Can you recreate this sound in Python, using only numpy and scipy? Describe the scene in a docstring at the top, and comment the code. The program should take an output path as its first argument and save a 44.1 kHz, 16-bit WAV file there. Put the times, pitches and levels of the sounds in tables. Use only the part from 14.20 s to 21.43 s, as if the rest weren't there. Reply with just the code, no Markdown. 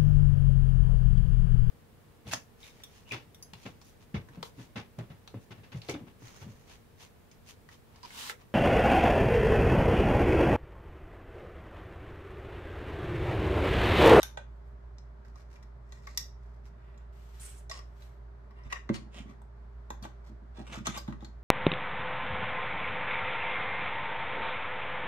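"""A small steel blade picks and scrapes support scraps off a hollow printed plastic part.
Close up, on a phone's stereo microphone above a wooden desk: the edge chatters over the layer
ridges, scraps snap, and both set the shell ringing. Fingers rub, rustle and slide on the part,
and it bumps the desk as it is braced there. All round, a small room with motor and mains hum."""
import sys
import numpy as np
from scipy import signal
from scipy.fft import rfft, irfft
from scipy.io import wavfile
from scipy.ndimage import uniform_filter1d

SR = 44100
rng = np.random.default_rng(int(sys.argv[2]) if len(sys.argv) > 2 else 0)


def bounce(signal):
    """Save signal as a 16-bit WAV file at the path given by the first command-line argument."""
    frames = np.transpose(np.atleast_2d(signal))
    limited = np.clip(frames, -1, 1)
    pcm = np.round(limited * 32767).astype(np.int16)
    wavfile.write(sys.argv[1], SR, pcm)


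N = 318843
TIME = np.arange(N) / SR


def undb(db):
    """Decibels to gain."""
    return 10 ** (np.asarray(db) / 20)


def unit(x):
    """Scale to rms 1."""
    return x / np.sqrt(np.mean(x ** 2) + 1e-20)


def seconds(length):
    """Time axis of a short sound."""
    return np.arange(int(length * SR)) / SR


def add(out, s, sound):
    """Mix a stereo sound in, starting at s seconds."""
    start = int(s * SR)
    sound = sound[:, max(-start, 0):N - start]
    out[:, max(start, 0):max(start, 0) + sound.shape[1]] += sound


def pan(x, pan_db):
    """Make the left channel pan_db louder than the right."""
    return x * undb(np.array([[pan_db], [-pan_db]]) / 2)


def colour(x, points):
    """Filter x by a curve of (f/Hz, level/dB) points, to rms 1."""
    hz, db = np.transpose(points)
    f = np.fft.rfftfreq(N, 1 / SR) + 1
    gain = undb(np.interp(np.log(f), np.log(hz), db))
    return unit(irfft(rfft(x) * gain, N))


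def wander(rate):
    """Smooth random drift with a spread near 1, rate new values a second."""
    hold = int(SR / rate)
    steps = np.repeat(rng.standard_normal(N // hold + 1), hold)
    return 1.3 * uniform_filter1d(uniform_filter1d(steps, hold), hold)[:N]


def slips(force, per_s, spread_db):
    """Stick and slip: random tiny jerks of unequal size that follow the force."""
    slipping = rng.random(len(force)) < per_s / SR
    size = rng.standard_normal(len(force))
    return force * slipping * np.sign(size) * undb(spread_db * np.minimum(abs(size), 2))


def grains(per_s, spread_db):
    """An even stream of tiny slips, different at each microphone port."""
    return np.array([slips(np.ones(N), per_s, spread_db) for _ in range(2)])


def resonance(jerks, hz, cycles, port_phase):
    """A gliding ring, 60 dB down after that many cycles; the ports hear it port_phase radians apart."""
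    turn = np.exp(2j * np.pi * np.cumsum(hz * np.ones(len(jerks))) / SR)
    decay = np.exp(-np.log(1000) * seconds(.06) * np.mean(hz) / cycles)
    ring = turn * signal.fftconvolve(jerks / turn, decay)[:len(jerks)]
    ports = np.exp(1j * port_phase * np.arange(2))[:, None]
    return unit((ring * ports).imag)


# Motor and mains tones in the room, a little right: f/Hz, rms level/dB
HUM_TONES = [(57.53, -47.4), (52.43, -64.5), (69.5, -69), (119.95, -62.3), (240, -78), (398.4, -71.5)]
# Spectra of the low rumble and of the air all round the microphone: f/Hz, relative level/dB
RUMBLE_SPECTRUM = [(20, -39.5), (42, 7.5), (58, 23), (72, 15), (92, 7.5), (125, 11.5), (160, 9.5),
                   (220, -47)]
AIR_SPECTRUM = [(88, -52), (150, -8), (221, -4.5), (267, -21), (371, -7.5), (401, -5.5), (535, -14),
                (578, -5), (818, -13.5), (883, -9.5), (1500, -15.5), (2050, -22), (2700, -32), (4540, -35),
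                (15000, -57)]


def room_tone():
    """Steady motor and mains tones over a low rumble and the diffuse rush of moving air."""
    tones = 0
    for hz, db in HUM_TONES:
        amplitude = np.sqrt(2) * undb(db + 0.32 * wander(3.1))
        tones += amplitude * np.sin(2 * np.pi * (hz * TIME + rng.random()))
    rumble = undb(-58) * colour(rng.standard_normal(N), RUMBLE_SPECTRUM)
    # long waves reach both ports alike
    shared = colour(rng.standard_normal(N), [(150, -11), (300, 3), (600, -49.5), (2000, -63)])
    air = colour(rng.standard_normal((2, N)) + 0.11 * shared, AIR_SPECTRUM)
    air *= undb(-60.88 + .5 * wander(9.9))
    return pan(tones + rumble, pan_db=-1.9) + air


# Modes of the plastic shell: f/Hz, undamped t60/s, level struck at the rim/dB, level on the wall/dB
SHELL_MODES = [(588, 0.15, -31.5, -1.5), (851, 0.092, -34, 7.5), (1113, 0.062, -0.5, -15.5),
               (1208, 0.031, -3.5, -9), (1570, 0.13, -27, -2), (1864, 0.16, -4, -19.5),
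               (1991, .07, 5.5, -10), (2383, 0.043, -6.5, -6), (2710, 0.038, -4.5, -16.5),
               (3554, 0.045, -12.5, 3.5), (3973, .035, -3, 3), (5070, .03, 5, -9.5),
               (5484, 0.043, 5.5, -12), (6190, 0.034, -13.5, 10), (6935, 0.046, -2, -2.5),
               (11600, .06, -6.5, 8), (12460, .04, -9.5, 8)]
CROWDED_HZ, CROWD_COUNT, CROWD_SPREAD = 3200, 4, .035  # treble modes come in close crowds
BLADE_DAMPING_HZ = 6240  # the resting blade halves a rim ring's length at this pitch


def shell_ring(place, t):
    """The hollow shell rings at both ports; the place touched (0 rim, 1 wall) weights its modes."""
    copies = np.where(np.array(SHELL_MODES)[:, 0] > CROWDED_HZ, CROWD_COUNT, 1)
    hz, t60, rim_db, wall_db = np.repeat(SHELL_MODES, copies, axis=0).T[:, :, None]
    crowd = np.repeat(copies, copies)[:, None]
    detune = .004 + 0.014 * place + CROWD_SPREAD * (crowd > 1)  # the grip detunes the wall
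    hz = hz * (1 + detune * rng.standard_normal(hz.shape))
    damping = 1 + 3.1 * place + (hz / BLADE_DAMPING_HZ) ** 2  # fingers and blade
    decay = np.exp(-np.log(1000) * t * damping / t60)
    phase = rng.uniform(0, 2 * np.pi, hz.shape)
    port_shift = np.array([0.91, -0.91])[:, None, None] * rng.choice([-1, 1], hz.shape)
    weights = undb(rim_db + place * (wall_db - rim_db)) / np.sqrt(crowd)
    return (weights * decay * np.sin(2 * np.pi * hz * t + phase + port_shift)).sum(1)


def edge_noise(jerks, spot_hz, spot_db, cycles, crack_db):
    """Sound straight from the contact: a dry crack for each jerk and the ring of the touched spot."""
    t = seconds(.01)
    crack = rng.standard_normal((2, len(t))) * np.exp(-t / 0.0002)
    cracks = unit(signal.fftconvolve(jerks[None], crack, axes=1)[:, :len(jerks)])
    spot = resonance(jerks, spot_hz, cycles, port_phase=1.5)
    return undb(crack_db) * cracks + undb(spot_db) * spot


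# Body, knock, treble and air bands of a contact: low f/Hz, high f/Hz
CONTACT_BANDS = [(400, 1400), (1400, 3200), (3200, 8500), (8500, 14400)]


def weight_bands(sound, span, treble_db, body_db, knock_db, air_db):
    """Grip and edge sharpness set each band's rms over span; body, knock, air are relative to treble."""
    out = 0
    for edges, relative_db in zip(CONTACT_BANDS, (body_db, knock_db, 0, air_db)):
        band = signal.sosfilt(signal.butter(3, edges, "bandpass", fs=SR, output="sos"), sound)
        rms = np.sqrt(np.mean(band[:, span] ** 2) + 1e-20)
        out += band * undb(treble_db + relative_db) / rms
    return out


# Blade or fingernail strokes, close to the microphone: peak t/s, rise/s, treble level/dB, body/dB,
# knock/dB, place (0 rim, 1 wall), touched spot f/Hz, spot level/dB
BLADE_STROKES = [(.014, 0.014, -52, -1, 1.5, 0.35, 3520, -10), (1.775, 0.084, -74, -10, 4, 0.15, 2000, -9),
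                 (1.908, 0.063, -67, -13, -2, 0.33, 5400, 1),
                 (2.67, 0.15, -89.5, 2.5, 16.5, 0.44, 2200, -11.5),
                 (3.545, 0.029, -56.5, 2, 0.5, 0.28, 5250, -1), (4.39, 0.038, -84.5, 21, 20.5, 0, 1830, -8),
                 (4.462, 0.023, -73, 10, 10.5, 0.45, 1950, -9),
                 (4.515, 0.012, -60.5, 6.5, 13, 0.15, 2500, -11), (4.751, .012, -52, 2.5, 4, 0.39, 2770, 2),
                 (4.972, 0.032, -59.5, 4, 7, 0.48, 3400, -0.5),
                 (5.095, 0.029, -72, 10.5, 9, 0.45, 2820, -21),
                 (5.843, 0.014, -58, 6.5, 4.5, 0.69, 4200, -8),
                 (6.07, .021, -71, 3.5, 2.5, 0.64, 2970, -14),
                 (6.385, .028, -64.5, 12, 5.5, 0.81, 2700, -16),
                 (6.49, 0.035, -64.5, 8.5, 7.5, 0.73, 2580, -2),
                 (6.527, .012, -51.5, 1.5, 4.5, 0.59, 2600, -1), (6.558, .026, -55, 5.5, 4, 0.45, 2420, 7),
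                 (6.667, 0.011, -46.5, 1.5, 4, .5, 2480, -6), (6.708, 0.024, -58.5, -5, 8.5, 0.24, 3700, 1),
                 (6.757, 0.023, -51.5, 1.5, 4.5, 0.9, 2520, -1.5),
                 (6.889, 0.015, -66.5, 15, 6, 0.76, 1248, -19), (6.929, .012, -74, 17.5, 6, 0.34, 1270, -6),
                 (7.032, 0.023, -76, 10, 6, 0.55, 1240, -13)]
MEDIUM_STROKE_DB, FALL_PER_RISE, CATCH_DB = -61, 1.23, 1.8
PRESSURE_OCTAVES, RIDGE_OCTAVES = .2, .06  # pressure raises the spot's pitch, each ridge shifts it


def blade_strokes():
    """The edge catches and chatters over the layer ridges as the pressure swells and lets go."""
    out = np.zeros((2, N))
    catches = wander(170)
    for s, rise, db, body_db, knock_db, place, spot_hz, spot_db in BLADE_STROKES:
        fall = FALL_PER_RISE * rise
        t = seconds(2 * rise + 3 * fall) - 2 * rise
        pressure = np.exp(-(t / np.where(t < 0, rise, fall)) ** 2)
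        catch = np.interp(s + t, TIME, catches)
        force = pressure * undb(CATCH_DB * catch)
        moving_hz = spot_hz * 2 ** (PRESSURE_OCTAVES * (pressure - 1) + RIDGE_OCTAVES * catch)
        chatter = slips(force, per_s=560, spread_db=2.5)
        ring = shell_ring(place, seconds(0.11))
        shell = unit(signal.fftconvolve(chatter[None], ring, axes=1)[:, :len(t)])
        # pressed harder, the blade rasps more and hisses less
        crack_db = 1.5 + .25 * (db - MEDIUM_STROKE_DB)
        air_db = -15 - 0.32 * (db - MEDIUM_STROKE_DB)
        # the moving edge chokes the spot's ring
        edge = edge_noise(chatter, moving_hz, spot_db, cycles=6, crack_db=crack_db)
        loudest = slice(int(1.5 * rise * SR), int((2 * rise + fall / 2) * SR))
        add(out, s - 2 * rise, weight_bands(shell + edge, loudest, db, body_db, knock_db, air_db))
    return out


# Snaps and taps on the part, close up: t/s, treble level/dB, body/dB, knock/dB, air/dB, contact/ms,
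# place (0 rim, 1 wall), touched spot f/Hz, spot level/dB, left minus right/dB
SNAPS = [(0.0305, -39.5, -7.5, -2.5, -2.5, 0.51, 1, 3590, -11, 2.5),
         (0.1722, -56, 15.5, 11.5, -18, 8.3, 0.86, 572, -4.5, 2),
         (.783, -63, -19, -7, -25, 1.9, 0.48, 5300, -2, 1),
         (1.048, -76.5, 1, 11, -14, 4, 0.19, 1600, 1, -2), (1.156, -68.5, 9, 1, -14, 5, 0.19, 1160, 5, 0),
         (1.3558, -71.5, -9, 8, -17, 6.7, 0.35, 2370, 0, 1),
         (1.426, -68.5, -13, 3.5, -12, 9.3, 0.34, 5500, -9, 2),
         (1.7216, -58.5, -2, 1.5, -14, 7.5, 0.47, 5000, -18, 1.5),
         (1.87, -57, 9, 11, -12, 5.6, 0.34, 2090, -1, 3.5),
         (1.9741, -32.5, -20, -8.5, -9, 3.3, 0.24, 5520, -5.5, 0.5),
         (2.776, -71.5, -9, -3.5, -12, 5, 0.56, 7080, -4.5, -0.5),
         (3.1973, -60.5, -12, -10, -10, 2.8, .7, 7400, 3, -5),
         (3.4962, -49, -0.5, -3.5, -16, 8, 0.64, 650, -6.5, 0),
         (3.512, -44.5, -0.5, 1.5, -20, 7, 0.22, 5190, -5, -1),
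         (3.59, -57, 3.5, 1.5, -16, 2.1, 0.18, 5200, -1, 2.5),
         (3.821, -65.5, -7, -3.5, -23, 2.7, 0.93, 4000, 0, -3.5),
         (4.307, -77.5, 14.5, 12.5, -13, 5.1, 0, 1970, 0, 1.5),
         (4.434, -73.5, 0, 1, -24, 4, 0, 5450, 3, -7), (4.525, -45, 8, 10, -17, 5.2, 0.23, 2700, -7, 3.5),
         (4.555, -68, 16, 22.5, -16, 16, 0.039, 1840, 3, 6.5),
         (4.691, -58.5, 19.5, 18, -19, 2.05, 0.51, 2055, 3, 0.5),
         (4.7408, -50, -12, 0.5, -15.5, 23, 0.48, 4350, -4, 1.5),
         (5.217, -76, 15.5, -3, -3.5, 2.8, 0.77, 8000, 2, 0.5),
         (5.7035, -52.5, 11.5, 3, -9.5, 2.5, 0.63, 1026, -10, 1),
         (5.825, -56, 0, -7, -9, 11, 0.45, 4340, -4, 2.5),
         (5.85, -62, 15.5, 7.5, -10, 5.6, 0.69, 806, -7, 4),
         (6.558, -61.5, 10.5, -1, -9, 2.3, 0.18, 1245, 5, -2),
         (6.586, -67, 3, 11, -8, 3, 0.65, 1230, 2.5, 5), (6.6684, -37, 1, -4, -14.5, 4, 0.74, 1270, 1.5, 2),
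         (6.678, -50.5, 3, 4.5, -23, 4.6, 0.58, 5900, -15, 6),
         (6.7415, -58, 4, 4, -16, 4.3, 0.34, 3540, 2, 5), (6.763, -57, 10, 5, -7, 5.1, 0.073, 1170, -8, 0),
         (6.774, -44.5, 2, -10, -9, 13, 0.59, 4970, -7.5, 3.5),
         (6.877, -71, 20.5, 13, -8, 4.7, 0.65, 1150, -18, 2),
         (6.924, -69.5, 17.5, 15, -20, 2.1, 0.35, 1240, -16, 0),
         (7.006, -71, 0, 3, -23, 2.7, 0.88, 3730, 0, 7),
         (7.022, -75.5, 21.5, 4, -20, 4.6, 0.66, 814, -2, 6),
         (7.046, -56, -10, -3.5, -19, 7.8, 0.7, 4250, -7, 4.5)]


def scrap_snaps():
    """A scrap gives way in a burst of fractures; the shell gathers their energy and rings on."""
    out, t = np.zeros((2, N)), seconds(.14)
    attack = slice(0, SR // 50)
    for s, db, body_db, knock_db, air_db, contact_ms, place, spot_hz, spot_db, pan_db in SNAPS:
        progress = t / (contact_ms / 1000)
        force = np.sqrt(progress) * np.exp(-progress ** 2)  # the crack runs, then dies out
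        shell = unit(shell_ring(place, t) * (1 - np.exp(-3 * progress)))
        fractures = slips(force, per_s=5800, spread_db=2)
        edge = edge_noise(fractures, spot_hz, spot_db, cycles=48, crack_db=-6.5)
        snap = weight_bands(shell + edge, attack, db, body_db, knock_db, air_db)
        add(out, s, pan(snap, pan_db))
    return out


# Fingertips moving round the part, near centre: t/s, level/dB
RUB_LEVELS = [(.24, -105), (.35, -81), (.42, -93), (.48, -80.5), (.58, -105), (2.91, -110), (2.93, -73),
              (3.17, -67.5), (3.22, -57), (3.41, -71), (3.47, -94.5), (3.73, -82), (3.83, -65),
              (4.08, -100)]
# Spectrum of the rub: f/Hz, relative level/dB
RUB_SPECTRUM = [(500, -16), (1500, 5.5), (3000, 3.5), (5500, -1.5), (8000, -2.5), (10000, -11.5),
                (13000, -2), (14300, -10), (15200, -34)]


def fingertip_rub():
    """Fingertips pass lightly over the fine ridges with an airy rub."""
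    s, db = np.transpose(RUB_LEVELS)
    gain = undb(np.interp(TIME, s, db, left=-120, right=-120) + 1.5 * wander(130))
    ridges = colour(grains(per_s=6900, spread_db=6), RUB_SPECTRUM)
    return pan(gain * ridges, pan_db=1)


# Shifts of grip, close to the microphone: centre t/s, half length/s, level/dB
GRIP_SHIFTS = [(1.075, .025, -69), (1.199, 0.044, -68.5), (1.336, 0.04, -68.5), (1.4, 0.011, -80),
               (2.254, 0.07, -78.5), (2.364, 0.032, -82), (2.465, 0.019, -66.5)]
# Spectrum of the ticks: f/Hz, relative level/dB
RUSTLE_SPECTRUM = [(500, -11.5), (1200, 4.5), (2300, 4), (3200, -4), (5400, 0.5), (8000, -8.5),
                   (10000, -15), (13500, -12), (15000, -35)]


def grip_rustles():
    """Skin and nails let go of the ridges in scattered dry ticks as the grip shifts."""
    gain = sum(undb(db) * np.exp(-((TIME - s) / half) ** 2) for s, half, db in GRIP_SHIFTS)
    return gain * colour(grains(per_s=260, spread_db=4.5), RUSTLE_SPECTRUM)


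# One finger drawn across the part, close and a little right: t/s, gain/dB, swish f/Hz
SLIDE_PATH = [(3.19, -95, 8500), (3.203, -54, 9000), (3.235, -50, 9400), (3.27, -53.5, 8800),
              (3.315, -60, 8300), (3.36, -63, 7700), (3.395, -60, 7000), (3.44, -100, 6800)]
# Spectrum of its hiss: f/Hz, relative level/dB
SLIDE_SPECTRUM = [(2500, -40), (4500, -12), (5600, -6), (7000, -3), (8100, 3), (10500, 0), (11200, -8.5),
                  (14200, -11.5), (15200, -45)]


def finger_slide():
    """A pressed finger swishes across the ridges, sinking in pitch and fading as it slows."""
    s, db, hz = np.transpose(SLIDE_PATH)
    gain = undb(np.interp(TIME, s, db, left=-120, right=-120) + 1.5 * wander(130))
    ridges = colour(grains(per_s=4000, spread_db=9), SLIDE_SPECTRUM)
    swish = resonance(ridges[0], np.interp(TIME, s, hz), cycles=11, port_phase=1.7)
    return pan(gain * (undb(-5) * swish + undb(-3.5) * ridges), pan_db=-2)


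# Part and hands bumping the desk below the microphone: t/s, peak level/dB, push/ms
DESK_BUMPS = [(4.458, -37, 9.9), (4.6927, -30.5, 0.44), (4.6994, -16, 2.42), (4.7083, -22.5, 3.4),
              (4.7197, -34.5, 2.1), (5.001, -35, 5.6), (5.094, -39, 4), (5.704, -40.5, 2.6),
              (5.823, -37.5, 5.6), (5.849, -38.5, 1.86), (6.384, -37, 2.7), (6.401, -31.5, 2.94),
              (6.516, -38, 4.5), (6.574, -31.5, 4.7), (6.606, -31.5, 5.1), (6.673, -31.5, 2.2),
              (6.688, -26.5, 4.94), (6.764, -39, 3.4), (6.8834, -24, 4.9), (6.919, -32.5, 4.5),
              (7.026, -36.5, 2.9)]
# Modes of the wooden top: f/Hz, t60 after a light bump/s, relative level/dB
DESK_MODES = [(110, 0.082, -47), (140.2, 0.21, -3), (212, 0.14, -2.5), (228, 0.15, -2), (259, 0.093, 4.5),
              (319.6, 0.1, 3), (324, 0.12, -1.5), (369.3, 0.26, -3), (400, 0.18, -15), (551, 0.066, 8),
              (720, 0.015, -24)]
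LIGHT_BUMP_DB, RING_HALVING_DB = -31, 45


def desk_bumps():
    """A soft push sets the desk ringing; a longer push sounds duller, a firm hand shortens the ring."""
    out, t = np.zeros((2, N)), seconds(.25)
    hz, t60, mode_db = np.transpose(DESK_MODES)[:, :, None]
    radiation = signal.butter(2, 70, "highpass", fs=SR, output="sos")  # slow flexing makes no sound
    port_lag_s = np.array([0, .00018])[:, None, None]
    for s, db, push_ms in list(DESK_BUMPS) + nudges():
        ring_share = 2 ** ((LIGHT_BUMP_DB - db) / RING_HALVING_DB)
        decay = np.exp(-np.log(1000) * t / (t60 * ring_share))
        weights = undb(mode_db + 2 * rng.standard_normal(hz.shape))  # each spot favours other modes
        ring = (weights * decay * np.cos(2 * np.pi * hz * (t - port_lag_s))).sum(1)
        push_s = push_ms / 1000
        push = np.sin(np.pi * seconds(push_s) / push_s) ** 2
        thud = signal.sosfilt(radiation, signal.fftconvolve(-push[None], ring, axes=1))
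        add(out, s, thud * undb(db) / abs(thud).max())
    return out


# Spells with the part braced on the desk: start t/s, end t/s
BRACED_SPELLS = [(4.779, 5.1), (6.06, 6.25), (6.5, 7.12)]


def nudges(gap_s=0.082, db=-44, push_ms=4):
    """The braced part nudges the desk faintly and unevenly; rows of t/s, peak level/dB, push/ms."""
    times = np.concatenate([np.arange(start, end, gap_s) for start, end in BRACED_SPELLS])
    scatter = rng.uniform(-0.88, 1, (len(times), 2))
    return [(s + gap_s * late / 2, db + 3 * firm, push_ms) for s, (late, firm) in zip(times, scatter)]


# Decay of the small room, heard from the desk: f/Hz, t60/s
ROOM_DECAY = [(150, 0.31), (600, 0.21), (2000, 0.26), (5500, 0.27), (12000, 0.2)]


def room(x, wet_db, echo_db):
    """An early echo off the desk and nearby things, then the short tail of a small room."""
    t = seconds(.5)
    f, frame_s, spectra = signal.stft(rng.standard_normal((2, len(t))), SR, nperseg=256)
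    hz, t60 = np.transpose(ROOM_DECAY)
    bin_t60 = np.interp(np.log(f + 1), np.log(hz), t60)[:, None]
    decay = np.exp(-np.log(1000) * frame_s / bin_t60)
    onset = np.clip((t - .004) / 0.0027, 0, 1)
    tail = signal.istft(spectra * decay)[1][:, :len(t)] * onset
    response = undb(wet_db) * unit(tail) / np.sqrt(len(t))
    response[0, int(.0042 * SR)] += undb(echo_db)
    response[1, int(.0047 * SR)] += undb(echo_db)
    return x + signal.fftconvolve(x, response, axes=1)[:, :N]


def scene():
    """Handwork close to the microphone, the desk below it, the humming room all round."""
    work = scrap_snaps() + blade_strokes() + fingertip_rub() + finger_slide() + grip_rustles()
    work = room(work, wet_db=-6.5, echo_db=-7)
    desk = room(desk_bumps(), wet_db=-8, echo_db=-14.5)
    return work + desk + room_tone()


def record(dry, top_hz=15600):
    """The phone above the desk cuts the top treble steeply."""
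    return signal.sosfilt(signal.ellip(8, .2, 70, top_hz, fs=SR, output="sos"), dry)


dry = scene()
out = record(dry)
bounce(out)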